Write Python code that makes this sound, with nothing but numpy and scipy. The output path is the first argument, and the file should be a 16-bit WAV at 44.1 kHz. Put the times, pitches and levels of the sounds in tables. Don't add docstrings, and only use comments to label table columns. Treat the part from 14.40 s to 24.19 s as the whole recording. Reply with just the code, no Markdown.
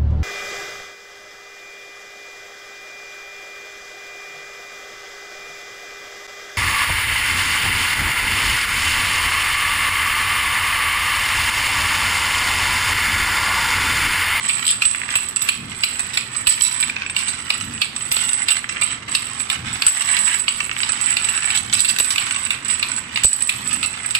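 import sys
import numpy as np
from scipy import signal
from scipy.fft import rfft, irfft
from scipy.io import wavfile
from scipy.ndimage import uniform_filter1d

SR = 44100
rng = np.random.default_rng(int(sys.argv[2]) if len(sys.argv) > 2 else 0)


def transcribe(u):
    v = np.clip(np.atleast_2d(u).T, -1, 1)
    q = np.round(v * 32767).astype(np.int16)
    wavfile.write(sys.argv[1], SR, q)


N = 431738

RING_HZ, OVERTONE_HZ, OVERTONE_T60_S = 7960, 12370, .04
GRAZE_SAMPLES = 400

# start_s, level_db, chatter_s, crack_db, upper_modes_db
STROKES = [(.0936, -18.5, 0.0072, -17, -4), (.4198, -13.5, 0.0032, -15, -6),
           (.7542, -16.5, 0.0044, -21, -2.5), (1.0882, -11.5, 0.0032, -10.5, -2),
           (1.435, -12, 0.0036, -17, 2.5), (1.773, -14.5, .003, -11, -2), (2.0695, -12.5, 0.0037, -20, -2),
           (2.427, -22, .002, -16, -3), (2.7635, -18.5, .003, -13, -3), (3.1029, -13, 0.0021, -21, -3),
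           (3.4165, -13.5, .0045, -12.5, 4), (3.766, -22, .003, -14, 7), (4.084, -15, 0.0046, -10.5, 3),
           (4.4195, -19, 0.0046, -20, -4), (4.75, -13.5, .003, -10, 4), (5.1, -20.5, 0.0041, -10.5, 5),
           (5.4205, -16.5, 0.0038, -10.5, -1), (5.7672, -22.5, .006, -8, 3), (6.081, -14.5, 0.002, -21, 1),
           (6.432, -20, .004, -20, 2), (6.768, -16, .004, -13.5, -0.5), (7.1033, -21, 0.0032, -12, -4),
           (7.447, -18.5, 0.0059, -7, 2), (7.7807, -16, .003, -12, 0), (8.1055, -18, .0045, -10, -1.5),
           (8.427, -17, 0.0048, -16, -1.5), (8.759, -20, .004, -17, -1), (9.0929, -16, 0.0033, -6.5, 2),
           (9.429, -23, 0.0043, -13, -4), (9.75, -13.5, 0.0048, -11, 0)]
# start_s, level_db, overtone_db, pan_db
CLINKS = [(.086, -16, -22, 0), (.252, -24, -11, 2), (.267, -18, -25, 8), (.279, -17, -29, 12),
          (.29, -23, -31, 15), (.302, -16, -28, 14), (.313, -18.5, -31, -2), (.427, -22, -16, 1),
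          (.452, -8, -38, 1), (.512, -17, -40, 1), (.755, -13, -20, 7.5), (.887, -22.5, -18, 3),
          (.961, -15.5, -30, -2), (1.02, -18, -13, 5), (1.086, -20, -17, 5), (1.405, -28, -33, 3),
          (1.436, -16.5, -21, 7), (1.594, -17.5, -33, 1), (1.735, -33, -16, 0), (1.775, -22, -22, -2),
          (1.965, -21.5, -31, -8), (2.07, -8.5, -21, 8), (2.094, -9, -21, 4), (2.219, -11, -18, -4),
          (2.236, -15, -24, 7), (2.402, -18, -20, 1), (2.664, -33, -30, -1), (2.698, -29, -26, 2),
          (2.765, -20.5, -23, -1), (2.818, -27, -23, -1), (2.883, -26, -26, -7), (3.105, -31, -22, 0),
          (3.21, -30, -26, -4), (3.563, -25.5, -35, 2), (3.615, -26, -30, 1), (3.721, -20, -3, 6),
          (3.766, -45, -10, 3), (3.838, -23.5, -30, 7), (3.891, -21, -30, 6), (3.932, -16.5, -37, 3),
          (4.02, -23.5, -33, -2), (4.085, -22, -23, -2), (4.106, -13, -27, 2), (4.115, -18.5, -16, 5),
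          (4.291, -30, -33, -1), (4.413, -20, -20, -5), (4.433, -18.5, -27, -1), (4.515, -26, -34, 3),
          (4.714, -22.5, -30, 0), (4.75, -20, -20, -1), (4.998, -22, -26, 2), (5.1, -30, -7, 0),
          (5.33, -25, -17, 0), (5.4655, -1.5, -27, 7), (5.478, -13, -13, 4), (5.491, -13, -24, 1),
          (5.714, -20, -20, -5), (5.79, -16.5, -24, 0), (5.853, -21, -24, -11), (5.943, -21, -24, -8),
          (5.995, -23.5, -37, -14), (6.087, -14.5, -29, 2), (6.162, -30, -30, -6), (6.24, -31, -26, -9),
          (6.405, -25, -36, -18), (6.49, -24, -28, -12), (6.52, -21, -28, -14), (6.613, -21.5, -23, -12),
          (6.66, -20, -26, -17), (6.705, -17, -29, -6), (6.842, -21, -22, 3), (6.889, -19.5, -19, -7),
          (7.055, -24, -18, -9), (7.153, -17.5, -20, 3), (7.174, -23, -22, 1), (7.334, -10, -19, 4),
          (7.394, -19, -22, -4), (7.404, -9, -22, 1), (7.483, -15.5, -16, 1), (7.587, -20, -8, 11),
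          (7.6, -13.5, -25, 8), (7.646, -24, -25, -4), (7.706, -23, -22, -3), (7.91, -21.5, -26, -3),
          (7.962, -25.5, -35, -15), (8.051, -24, -33, -6), (8.11, -26.5, -25, -3), (8.248, -27, -25, -9),
          (8.282, -23.5, -22, -6), (8.303, -18, -26, -3), (8.329, -21.5, -35, -4), (8.395, -25.5, -32, -8),
          (8.485, -29, -32, -4), (8.517, -25, -33, -13), (8.564, -22, -30, -4), (8.836, -12, -15, 6),
          (8.845, -4, -24, 4), (8.93, -13.5, -33, 2), (9.022, -17.5, -28, -3), (9.073, -22, -20, 4),
          (9.275, -23.5, -20, -10), (9.329, -18, -24, -1), (9.433, -25.5, -26, 0), (9.46, -23.5, -28, -11),
          (9.66, -22, -23, 2), (9.708, -21.5, -25.5, 0), (9.751, -21, -20, 0)]
# time_s, level_db
SLIDING = [(0.0, -33), (0.08, -32), (0.55, -37.5), (.72, -30.5), (0.83, -38), (1.36, -37.5), (1.55, -38),
           (2.04, -36.5), (2.31, -35), (2.45, -34.5), (2.6, -31.5), (3.38, -41), (3.95, -35.5),
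           (4.77, -34.5), (4.85, -37.5), (5.31, -33), (5.52, -28.5), (5.68, -27), (5.76, -26),
           (5.83, -30.5), (5.94, -31), (6.0, -36.5), (6.21, -38), (6.6, -31), (6.82, -34), (6.94, -30.5),
           (7.0, -35.5), (7.09, -30), (7.13, -28.5), (7.21, -34.5), (7.33, -35), (7.93, -31), (8.07, -33.5),
           (8.24, -35.5), (8.3, -31), (8.38, -36), (8.78, -34.5), (9.1, -37), (9.21, -36), (9.79, -37.5)]
# time_s, level_db
JOSTLING = [(0.0, -34), (.12, -21.5), (.5, -49), (.58, -28), (0.98, -39), (1.14, -36), (2.04, -33),
            (2.29, -27.5), (2.51, -32.5), (3.0, -34), (3.6, -38), (3.76, -27.5), (3.92, -31), (4.5, -42),
            (4.74, -31), (4.88, -34), (5.34, -35.5), (5.64, -20), (5.81, -23.5), (5.95, -22), (6.05, -36),
            (6.27, -28), (6.79, -29.5), (7.0, -26.5), (7.36, -32), (7.53, -23.5), (8.31, -35), (8.45, -38),
            (8.59, -32), (8.81, -40), (9.0, -29), (9.79, -38.5)]
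# pitch_hz, level_db, t60_s
PLATE_MODES = [(1005, -12, 0.013), (1318, -10, 0.032), (1906, -3.5, 0.011), (2380, -1, 0.012),
               (2732, 2, 0.017), (3630, -6, 0.012), (4430, -5, 0.013), (5970, 1.5, 0.0027)]
# pitch_hz, level_db, t60_s
PRESSED_MODES = [(1286, -7, 0.014), (2190, -1.5, 0.0061), (2740, 3, 0.011), (3780, 1, 0.0062),
                 (4550, -1.5, 0.0051), (5020, -7.5, 0.0078)]
# frequency_hz, gain_db
CRACK_SPECTRUM = [(100, -16), (700, -41), (1500, -4.5), (5000, 13.5), (7000, 3), (9300, 16.5),
                  (11000, -5.5), (13000, 4), (15000, -7)]


def strokes():
    # pitch_hz, level_db, t60_s
    inlet_modes = [(1160, -12, 0.0074), (1900, -7.5, 0.0031), (2353, -0.5, 0.0085), (2710, 2.5, .011),
                   (2865, 0, 0.0077), (3610, -3, 0.0066), (4280, -5, 0.0098), (4730, -8.5, 0.011)]
    # frequency_hz, gain_db
    snap_spectrum = [(100, -18), (700, -33), (1500, 2), (4400, 3), (5300, 6), (6300, -5), (7300, 14),
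                     (9300, 18.5), (11000, -2), (13000, 10), (15000, 3)]
    return knocks(STROKES, inlet_modes, body_db=-1, crack_db=-3, graze_db=-37, pan_db=1.5,
                  crack_spectrum=snap_spectrum, spread=.039)


def queue_rattle(level_db=-15, stall_db=-6):
    t = np.arange(600) / SR
    contacts = swarm(lambda: modal_ring(t, PRESSED_MODES, spread=.1), per_s=1200, spread_db=3.5)
    return amp(level_db) * jolts(STROKES, fade_s=.078) * amp(stall_db * stalled()) * contacts


def clinks(ring_db=2, tick_db=-22, ring_t60_s=.068):
    t, rings, ticks = np.arange(6000) / SR, np.zeros((2, N)), np.zeros((2, N))
    small = [(s, db, -27, -6) for s, db in strays(JOSTLING, per_s=7, offset_db=-1)]
    for s, db, overtone_db, pan_db in list(CLINKS) + small:
        hits = chatter(.011, t, per_s=500, first=1.6)
        low = vial_pair(RING_HZ, ring_t60_s, t, spread=.009)
        high = vial_pair(OVERTONE_HZ, OVERTONE_T60_S, t, spread=.0046)
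        ring = excite(hits, low) + amp(overtone_db) * excite(hits, high)
        add(rings, s, amp(db + ring_db) * ring, pan_db)
        add(ticks, s, amp(db) * burst(hits), pan_db)
    return rings + amp(tick_db) * colour(ticks, CRACK_SPECTRUM)


def loose_vials():
    # start_s, level_db, chatter_s, crack_db, upper_modes_db
    blows = [(.454, -24, .002, -8, 3), (.7055, -29.5, .019, -6.5, 2), (.9627, -28, 0.017, -9, -1),
             (1.0169, -29, 0.013, -5, 4), (1.5954, -26.5, 0.017, -12, -6), (2.2098, -25.5, 0.0034, -1, 10),
             (2.8828, -25.5, 0.016, -9, 16), (3.2102, -28, .002, -14, 5), (3.378, -35, 0.0033, -20, -2),
             (3.564, -31, 0.0042, -12, 6), (3.608, -34, .004, -18, 3), (3.716, -23.5, 0.0089, -1.5, 0),
             (3.89, -30.5, 0.0035, -10, 10), (4.168, -31, 0.0026, -11, 7), (4.2912, -26.5, .0094, -30, 3),
             (5.003, -29.5, 0.0065, -8, 3), (5.465, -16, 0.0017, -17, -5), (5.478, -22, .003, -11, 6),
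             (5.621, -26.5, .005, -5, 5), (6.2038, -21.5, .0022, -15.5, -2),
             (6.3134, -24.5, .0012, -30, -3), (6.493, -23.5, 0.0054, -17, -1), (6.6147, -33, .011, -19, 0),
             (6.845, -26.5, 0.0055, -6, 4), (6.887, -24, 0.011, -12, -3), (6.9765, -27.5, 0.0044, -4, -7),
             (7.174, -22.5, 0.0081, -6, 18), (7.298, -32, .004, -20, 4), (7.3275, -24, 0.0056, -10, 8),
             (7.3935, -31, .002, -4, 10), (7.4045, -24, .004, 1, 4), (7.563, -27.5, 0.0058, -11, 2),
             (7.5865, -22.5, .003, -3, 2), (7.6, -20.5, 0.0026, -16, 2), (7.646, -29, .008, -5, 1),
             (7.7059, -25, .015, -0.5, 0), (7.7593, -22.5, .0027, -12, -3), (7.867, -30, .004, -6, -3),
             (7.9091, -24, .0051, -13, 0), (7.945, -32, .004, -6, 2), (7.961, -26, .0064, -23, -8),
             (8.064, -28, 0.0054, -14, -8), (8.2997, -28.5, .005, -11, 0), (8.398, -30, .0047, -18, 0),
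             (8.516, -31, .004, -14, -5), (8.773, -20.5, .005, -16, -3), (8.8363, -23, .0015, -20, 5),
             (8.844, -21, 0.002, -4, 7), (9.018, -32, .005, -16, -2), (9.3096, -25, 0.058, -13, 0),
             (9.575, -36, .004, -9, -5), (9.708, -32, .004, -7, 4)]
    small = [(s, db, .0034, -20, 0) for s, db in strays(SLIDING, per_s=3, offset_db=-4)]
    return knocks(list(blows) + small, PLATE_MODES, body_db=-1, crack_db=-2, graze_db=-35, pan_db=.5,
                  spread=.066)


def settling(start_s=2.4975, first_gap_s=.068, shrink=.8, step_db=-.8):
    # pitch_hz, level_db, t60_s
    foot_modes = [(1390, -2.5, 0.0023), (2500, 1, 0.014), (3740, -9, .005), (4900, -8, 0.0044)]
    times = start_s + first_gap_s * (1 - shrink ** np.arange(5)) / (1 - shrink)
    blows = [(s, -23 + k * step_db, .001, -31, 0) for k, s in enumerate(times)]
    return knocks(blows, foot_modes, body_db=-3, crack_db=-6, graze_db=-40, pan_db=2.5)


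def taps():
    # start_s, level_db, pitch_hz
    landings = [(0.5477, -25, 2140), (0.6166, -28.5, 2160), (0.635, -31.5, 1970), (0.6905, -31, 2030),
                (0.7134, -33, 1900), (0.7402, -31.5, 2050), (2.4295, -30.5, 2230), (2.4368, -27, 2400),
                (2.466, -43, 2220), (4.168, -29, 2200), (4.2427, -30, 2020), (4.2945, -34, 2200),
                (4.3617, -35, 2330), (4.369, -31, 2480), (6.2946, -29, 2300), (6.366, -29.5, 2400),
                (6.4034, -27.5, 2320), (6.434, -30, 2370)]
    t, out = np.arange(400) / SR, np.zeros((2, N))
    for s, db, hz in landings:
        add(out, s, amp(db) * burst(dry_contact(hz, t, decay_s=.00018)), pan_db=2)
    return out


def stutter():
    # start_s, level_db
    slips = [(0.2532, -25), (.2665, -22.5), (0.2785, -18), (0.2899, -18), (.2975, -21), (.3028, -23),
             (0.3122, -23.5), (0.3222, -26), (0.3286, -29), (.338, -40)]
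    # pitch_hz, level_db, t60_s
    pinched_modes = [(2850, 5, 0.0058), (3600, 7, 0.0053), (4860, 2, .006)]
    blows = [(s, db, .001, -14, 0) for s, db in slips]
    return knocks(blows, pinched_modes, body_db=-6, crack_db=-8, graze_db=-50, pan_db=0)


def skids(rasp_db=1.5):
    # start_s, length_s, level_db, brightness_db
    slides = [(.415, 0.025, -25.5, -7), (1.069, 0.015, -36, -2), (1.732, 0.03, -29, -6.5),
              (2.089, 0.059, -32, 2), (2.217, 0.074, -27.5, -2), (2.31, 0.016, -30.5, -2.5),
              (2.769, 0.051, -31, -4), (2.889, 0.12, -44, -6), (3.734, 0.14, -31, -9),
              (4.103, 0.021, -19.5, -20), (4.437, 0.12, -36, -17), (5.249, 0.12, -36, -11),
              (5.844, .086, -37, -5), (7.145, 0.019, -22.5, -9), (7.327, .032, -22.5, -3),
              (7.359, .06, -30, -2), (7.479, .028, -23, -1.5), (8.046, .022, -32, -22),
              (8.282, 0.041, -44, -18), (9.427, 0.027, -21.5, -14)]
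    t, body, rasp = np.arange(6000) / SR, np.zeros((2, N)), np.zeros((2, N))
    for s, length_s, db, bright_db in slides:
        slips = stick_slip(length_s, t, per_s=2200)
        ring = modal_ring(t[:1000], PRESSED_MODES, spread=.05)
        add(body, s, amp(db) * signal.fftconvolve(slips, ring / np.linalg.norm(ring)))
        add(rasp, s, amp(db + bright_db) * slips)
    return body + amp(rasp_db) * colour(rasp, CRACK_SPECTRUM)


def rubs(vial_count=6):
    # start_s, length_s, level_db
    pushes = [(5.688, .11, -29), (5.865, 0.11, -27), (6.655, .09, -29), (6.899, 0.12, -31.5),
              (7.11, .04, -30)]
    # pitch_hz, level_db, t60_s
    scrape_modes = [(1690, -5.5, 0.0079), (1960, 1.5, 0.008), (2480, -0.5, .007), (3030, -3, 0.005)]
    t, out = np.arange(8000) / SR, np.zeros((2, N))
    for s, length_s, db in pushes:
        for _ in range(vial_count):
            slips = stick_slip(length_s, t, per_s=900)
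            ring = modal_ring(t[:600], scrape_modes, spread=.08)
            add(out, s, amp(db) * signal.fftconvolve(slips, ring / np.linalg.norm(ring)))
    return colour(out, [(700, -18), (1500, 0), (6000, 0)]) / np.sqrt(vial_count)


def throng(clump_db=3.5, flutter_db=4):
    # frequency_hz, gain_db
    slide_spectrum = [(200, -17), (500, -31), (800, -4), (1150, 4), (1550, -5.5), (1900, 3), (2650, -5.5),
                      (3200, -1), (4500, -6.5), (6500, -12), (9000, -5), (11000, -24), (15000, -47)]
    short, long = np.arange(600) / SR, np.arange(2600) / SR
    rocking = swarm(lambda: modal_ring(short, PLATE_MODES, spread=.11), per_s=700, spread_db=6.5)
    footfall = dry_contact(2100, short, decay_s=.00017)
    patter = unit(signal.oaconvolve(impulses((2, N), per_s=1100), footfall[None], axes=1)[:, :N])
    ringing = swarm(lambda: vial_pair(RING_HZ, .036, long, spread=.0105), per_s=330, spread_db=3.5)
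    sparkle = swarm(lambda: vial_pair(OVERTONE_HZ, OVERTONE_T60_S, long, spread=.0037),
                    per_s=300, spread_db=7.5, count=24)
    clumps = amp(clump_db * wander(samples=1200))
    catching = amp(flutter_db * wander(samples=150))
    sliding = unit(colour(rng.standard_normal((2, N)) * catching, slide_spectrum))
    grit = unit(colour(impulses((2, N), per_s=4000) * catching, CRACK_SPECTRUM))
    on_plate = amp(-5) * unit(rocking * clumps) + amp(-5.5) * unit(patter * clumps) + amp(-4) * sliding
    on_glass = unit(ringing * np.sqrt(clumps)) + amp(-21) * sparkle + amp(-17) * grit
    plate_motion, glass_motion = unrest()
    return plate_motion * on_plate + glass_motion * on_glass


def unrest(plate_stall_db=-4, glass_stall_db=-11):
    still = stalled()
    shoved = amp(-19) * jolts(STROKES, fade_s=.044)
    shaken = np.hypot(amp(-10) * jolts(STROKES, fade_s=.099), amp(-11) * jolts(CLINKS, fade_s=.086))
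    on_plate = np.hypot(amp(2) * follow(SLIDING), shoved)
    on_glass = np.hypot(amp(3) * follow(JOSTLING), shaken)
    return on_plate * amp(plate_stall_db * still), on_glass * amp(glass_stall_db * still)


def jolts(blows, fade_s):
    energy = np.zeros(N)
    for s, db, *_ in blows:
        energy[int(np.clip(s * SR, 0, N - 1))] += amp(db) ** 2
    return np.sqrt(signal.lfilter([1], [1, -np.exp(-2 / (fade_s * SR))], energy))


def stalled(ease_s=.0032):
    # start_s, length_s, depth
    stalls = [(0.336, 0.07, 1.2), (.56, 0.13, 0.33), (0.9, 0.096, 0.86), (1.166, 0.13, 0.7),
              (1.811, 0.1, 0.9), (2.02, 0.055, 0.77), (2.16, 0.04, 0.72), (2.507, 0.24, 1.7),
              (3.031, 0.048, 0.44), (3.458, 0.097, 0.96), (4.196, 0.098, 1.7), (4.34, 0.061, 0.4),
              (4.56, 0.12, 1.5), (5.04, 0.05, 0.38), (5.162, 0.08, 1.5), (6.004, 0.065, 0.22),
              (6.274, 0.099, 0.9), (7.216, 0.1, 0.53), (7.52, .04, 0.65), (7.57, .016, .8),
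              (8.075, 0.03, 1.2), (8.15, 0.1, 1.1), (8.59, 0.13, 1.15), (8.86, .066, .9)]
    t = np.arange(N) / SR
    return sum(depth * np.clip((t - s) / ease_s, 0, 1) * (t < s + length) for s, length, depth in stalls)


def strays(activity, per_s, offset_db, spread_db=5, stall_db=-10):
    when, size = rng.random((int(per_s * N / SR), 2)).T
    s = when * N / SR
    db = np.interp(s, *np.transpose(activity)) + offset_db + spread_db * (size - .5)
    return zip(s, db + stall_db * stalled()[(when * N).astype(int)])


def swarm(make_ring, per_s, spread_db, count=40):
    out = np.zeros((2, N))
    for _ in range(count):
        ring = burst(make_ring())
        for when, size, side in rng.random((int(per_s * N / SR / count) + 1, 3)):
            db = -spread_db * np.log(max(size, .03))
            add(out, when * N / SR, amp(db) * ring, pan_db=10 * (side - .5))
    return unit(out)


def knocks(blows, modes, body_db, crack_db, graze_db, pan_db, crack_spectrum=CRACK_SPECTRUM, spread=.025):
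    t, body, crack = np.arange(4096) / SR, np.zeros((2, N)), np.zeros((2, N))
    for s, db, chatter_s, sharp_db, upper_db in blows:
        weight = np.interp(db, [-26, -18], [0, 1])
        struck = [(hz, mode_db + upper_db * (hz > 3300), t60) for hz, mode_db, t60 in modes]
        hits = clack(chatter_s, weight, t, graze_db)
        start_s = s - GRAZE_SAMPLES / SR
        add(body, start_s, amp(db) * excite(hits, modal_ring(t, struck, spread)), pan_db)
        add(crack, start_s, amp(db + sharp_db) * burst(hits), pan_db)
    return amp(body_db) * body + amp(crack_db) * colour(crack, crack_spectrum)


def clack(chatter_s, weight, t, graze_db):
    graze = amp(graze_db + 11 * weight) * chatter(chatter_s, t, per_s=5000, first=0)[::-1]
    rattle = chatter(chatter_s * (1 + .4 * weight), t, per_s=4500, first=4.5 - 2.7 * weight)
    spectrum = rfft(np.roll(rattle + graze, GRAZE_SAMPLES))
    flattened = spectrum / (abs(spectrum) + 1e-9) ** .5
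    return irfft(flattened, len(t)) * (t < .07)


def chatter(decay_s, t, per_s, first):
    hits = impulses(t.shape, per_s) * np.exp(-t / max(decay_s, 1e-4))
    hits[0] = first
    return hits


def stick_slip(length_s, t, per_s):
    push = np.sqrt(np.sin(np.pi * np.minimum(t / length_s, 1)) + 1e-12)
    return push * unit(impulses(t.shape, per_s))


def modal_ring(t, modes, spread):
    return sum((-1) ** k * amp(db) * mode(hz * (1 + spread * rng.standard_normal()), t60, t)
               for k, (hz, db, t60) in enumerate(modes))


def vial_pair(hz, t60, t, spread, rise_s=.0003):
    first_hz, second_hz = hz * (1 + spread * rng.standard_normal(2))
    return (mode(first_hz, t60, t) + mode(second_hz, t60, t)) * (1 - np.exp(-t / rise_s))


def dry_contact(hz, t, decay_s):
    return t ** 2 * np.exp(-t / decay_s) * np.sin(2 * np.pi * hz * t)


def bumps(cycles=4):
    # start_s, level_db, hardness_db_per_octave
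    blows = [(0.461, -30, -12), (0.761, -38, 2), (2.08, -30, -0.5), (2.217, -35.5, -3), (3.72, -44, 2),
             (3.769, -56, 6.5), (5.47, -29, -0.5), (7.605, -44, 5), (8.849, -17.5, -0.5)]
    # pitch_hz, level_db
    table_modes = [(68, 1), (140, 3), (510, 2), (1100, 7)]
    t, out = np.arange(6000) / SR, np.zeros(N)
    for s, db, hardness in blows:
        for hz, mode_db in table_modes:
            tilt_db = hardness * np.log2(hz / table_modes[0][0])
            out[round(s * SR):][:len(t)] -= 2 * amp(db + mode_db + tilt_db) * mode(hz, cycles / hz, t)
    return out


def machinery(rumble_db=-41, surge_db=.5, width_db=-17, waver_hz=4):
    # frequency_hz, gain_db
    rumble_spectrum = [(20, -15), (45, -6), (62, -9), (79, 0.5), (92, -3.5), (118, 2.5), (155, -5),
                       (235, -2), (285, -6), (330, -12), (600, -20.5), (1500, -14), (6000, -55)]
    # pitch_hz, level_db
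    hum_partials = [(114, -56), (229, -58)]
    t = np.arange(N) / SR
    noise = rng.standard_normal(N) + amp(width_db) * rng.standard_normal((2, N))
    rumble = unit(colour(noise, rumble_spectrum))
    low_band = signal.butter(3, [52, 270], "band", fs=SR, output="sos")
    deep = unit(signal.sosfilt(low_band, colour(rng.standard_normal((1, N)), rumble_spectrum)))
    drift_cycles = np.cumsum(waver_hz * wander(samples=4000)) / SR
    hum = sum(amp(db) * unit(np.sin(2 * np.pi * (hz * t + k * drift_cycles)))
              for k, (hz, db) in enumerate(hum_partials, 1))
    return amp(rumble_db) * rumble + amp(surge_db) * drive_load(t) * deep + hum


def drive_load(t, first_s=1.108, period_s=2, return_after_s=1.14, return_length_s=.9, return_db=-47):
    # level_db, length_s
    surges = [(-34, 0.3), (-34, 0.33), (-34, 0.3), (-38, 0.44), (-37, 0.43)]

    def arch(start_s, length_s):
        return np.sin(np.pi * np.clip((t - start_s) / length_s, 0, 1))
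    starts = first_s + period_s * np.arange(len(surges))
    return sum(amp(db) * arch(s, length_s) + amp(return_db) * arch(s + return_after_s, return_length_s)
               for s, (db, length_s) in zip(starts, surges))


def reflections(x, hop=12288):
    out = np.zeros((2, N + SR))
    padded = np.pad(x, ((0, 0), (hop, 2 * hop)))
    window = np.sin(np.pi * np.arange(2 * hop) / (2 * hop))
    for start in range(0, N + hop, hop):
        wet = workshop(padded[:, start:start + 2 * hop] * window)
        part = out[:, start:start + wet.shape[1]]
        part += wet[:, :part.shape[1]]
    return out[:, hop:hop + N]


def workshop(x, near_db=-6, near_decay_s=.0035, far_db=-9):
    # frequency_hz, t60_s
    room_t60 = [(200, 0.39), (1300, 0.25), (3000, 0.35), (8000, 0.35), (14000, 0.38)]
    t = np.arange(SR // 2) / SR
    echoes = rng.choice([-1., 1.], (2, len(t))) * (rng.random((2, len(t))) < 4000 / SR) * (t > .0008)
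    near = echoes * np.exp(-t / near_decay_s)
    hz, when, bands = signal.stft(rng.permuted(echoes, axis=1) * (t > .008), SR, nperseg=256)
    decay = amp(-60 * when / read(room_t60, hz)[:, None])
    far = signal.istft(bands * decay, SR, nperseg=256)[1][:, :len(t)]
    response = amp(near_db) * near / np.linalg.norm(near[0]) + amp(far_db) * far / np.linalg.norm(far[0])
    return signal.fftconvolve(x, response, axes=1)


def mode(hz, t60, t):
    return np.sin(2 * np.pi * hz * t) * np.exp(-np.log(1000) * t / t60)


def excite(force, ring):
    return burst(signal.fftconvolve(force, ring)[:len(force)])


def impulses(shape, per_s):
    return rng.standard_normal(shape) * (rng.random(shape[-1]) < per_s / SR)


def wander(samples):
    return unit(uniform_filter1d(rng.standard_normal(N), size=samples))


def add(mix, s, sound, pan_db=0):
    lag_samples = round(25 * rng.uniform(.8, 1.3))
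    for side, delay, share in ((mix[0], lag_samples, .75), (mix[1], 0, -.25)):
        part = side[max(round(s * SR), 0) + delay:][:len(sound)]
        part += amp(share * pan_db) * sound[:len(part)]


def colour(x, spectrum):
    log_gain = np.log(amp(read(spectrum, abs(np.fft.fftfreq(8192, 1 / SR)))))
    response = np.fft.ifft(np.exp(np.conj(signal.hilbert(log_gain)))).real[:4096]
    return signal.oaconvolve(x, response[None], axes=1)[:, :x.shape[1]]


def read(points, hz):
    known_hz, value = np.transpose(points)
    return np.interp(np.log(hz + 1), np.log(known_hz + 1), value)


def follow(curve):
    return amp(np.interp(np.arange(N) / SR, *np.transpose(curve)))


def amp(db):
    return 10 ** (np.asarray(db) / 20)


def unit(x):
    return x / np.sqrt(np.mean(x ** 2) + 1e-20)


def burst(x):
    return x / np.sqrt(np.sum(x ** 2) / (.02 * SR) + 1e-20)


def scene():
    glass = strokes() + queue_rattle() + loose_vials() + settling() + taps() + stutter()
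    glass += skids() + rubs() + clinks() + throng()
    return amp(-1.44) * glass + reflections(glass) + machinery() + bumps()


def record(dry, threshold_db=-14, squeeze=.46, recover_db_per_s=60, ceiling=.82, edge_hz=15100):
    # frequency_hz, gain_db
    left_port = [(200, -1.5), (450, 0.5), (750, -5.5), (1200, 0.5), (3300, -2), (6500, -4.5), (8200, -9),
                 (9400, -4.5), (11000, -0.5), (12400, -3.9), (14500, -25.5)]
    # frequency_hz, gain_db
    right_port = [(200, -3), (450, 5), (1200, 4.5), (3300, 5.5), (8200, 2.5), (9400, -6), (11000, -16.5),
                  (12400, -3), (14500, -16)]
    heard = np.vstack([colour(dry[:1], left_port), colour(dry[1:], right_port)])
    power_db = 10 * np.log10(abs(uniform_filter1d((heard ** 2).mean(0), size=300)) + 1e-12)
    fall_db = np.arange(N) * recover_db_per_s / SR
    held_db = np.maximum.accumulate(power_db + fall_db) - fall_db
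    over_db = np.maximum(held_db - threshold_db, 0)
    ducked = heard / amp(squeeze * uniform_filter1d(over_db, size=100))
    limited = ducked / (1 + (ducked / ceiling) ** 8) ** (1 / 8)
    lowpass = signal.firwin(401, edge_hz, window=("kaiser", 8), fs=SR)
    return signal.oaconvolve(limited, lowpass[None], "same", axes=1)


dry = scene()
out = record(dry)
transcribe(out)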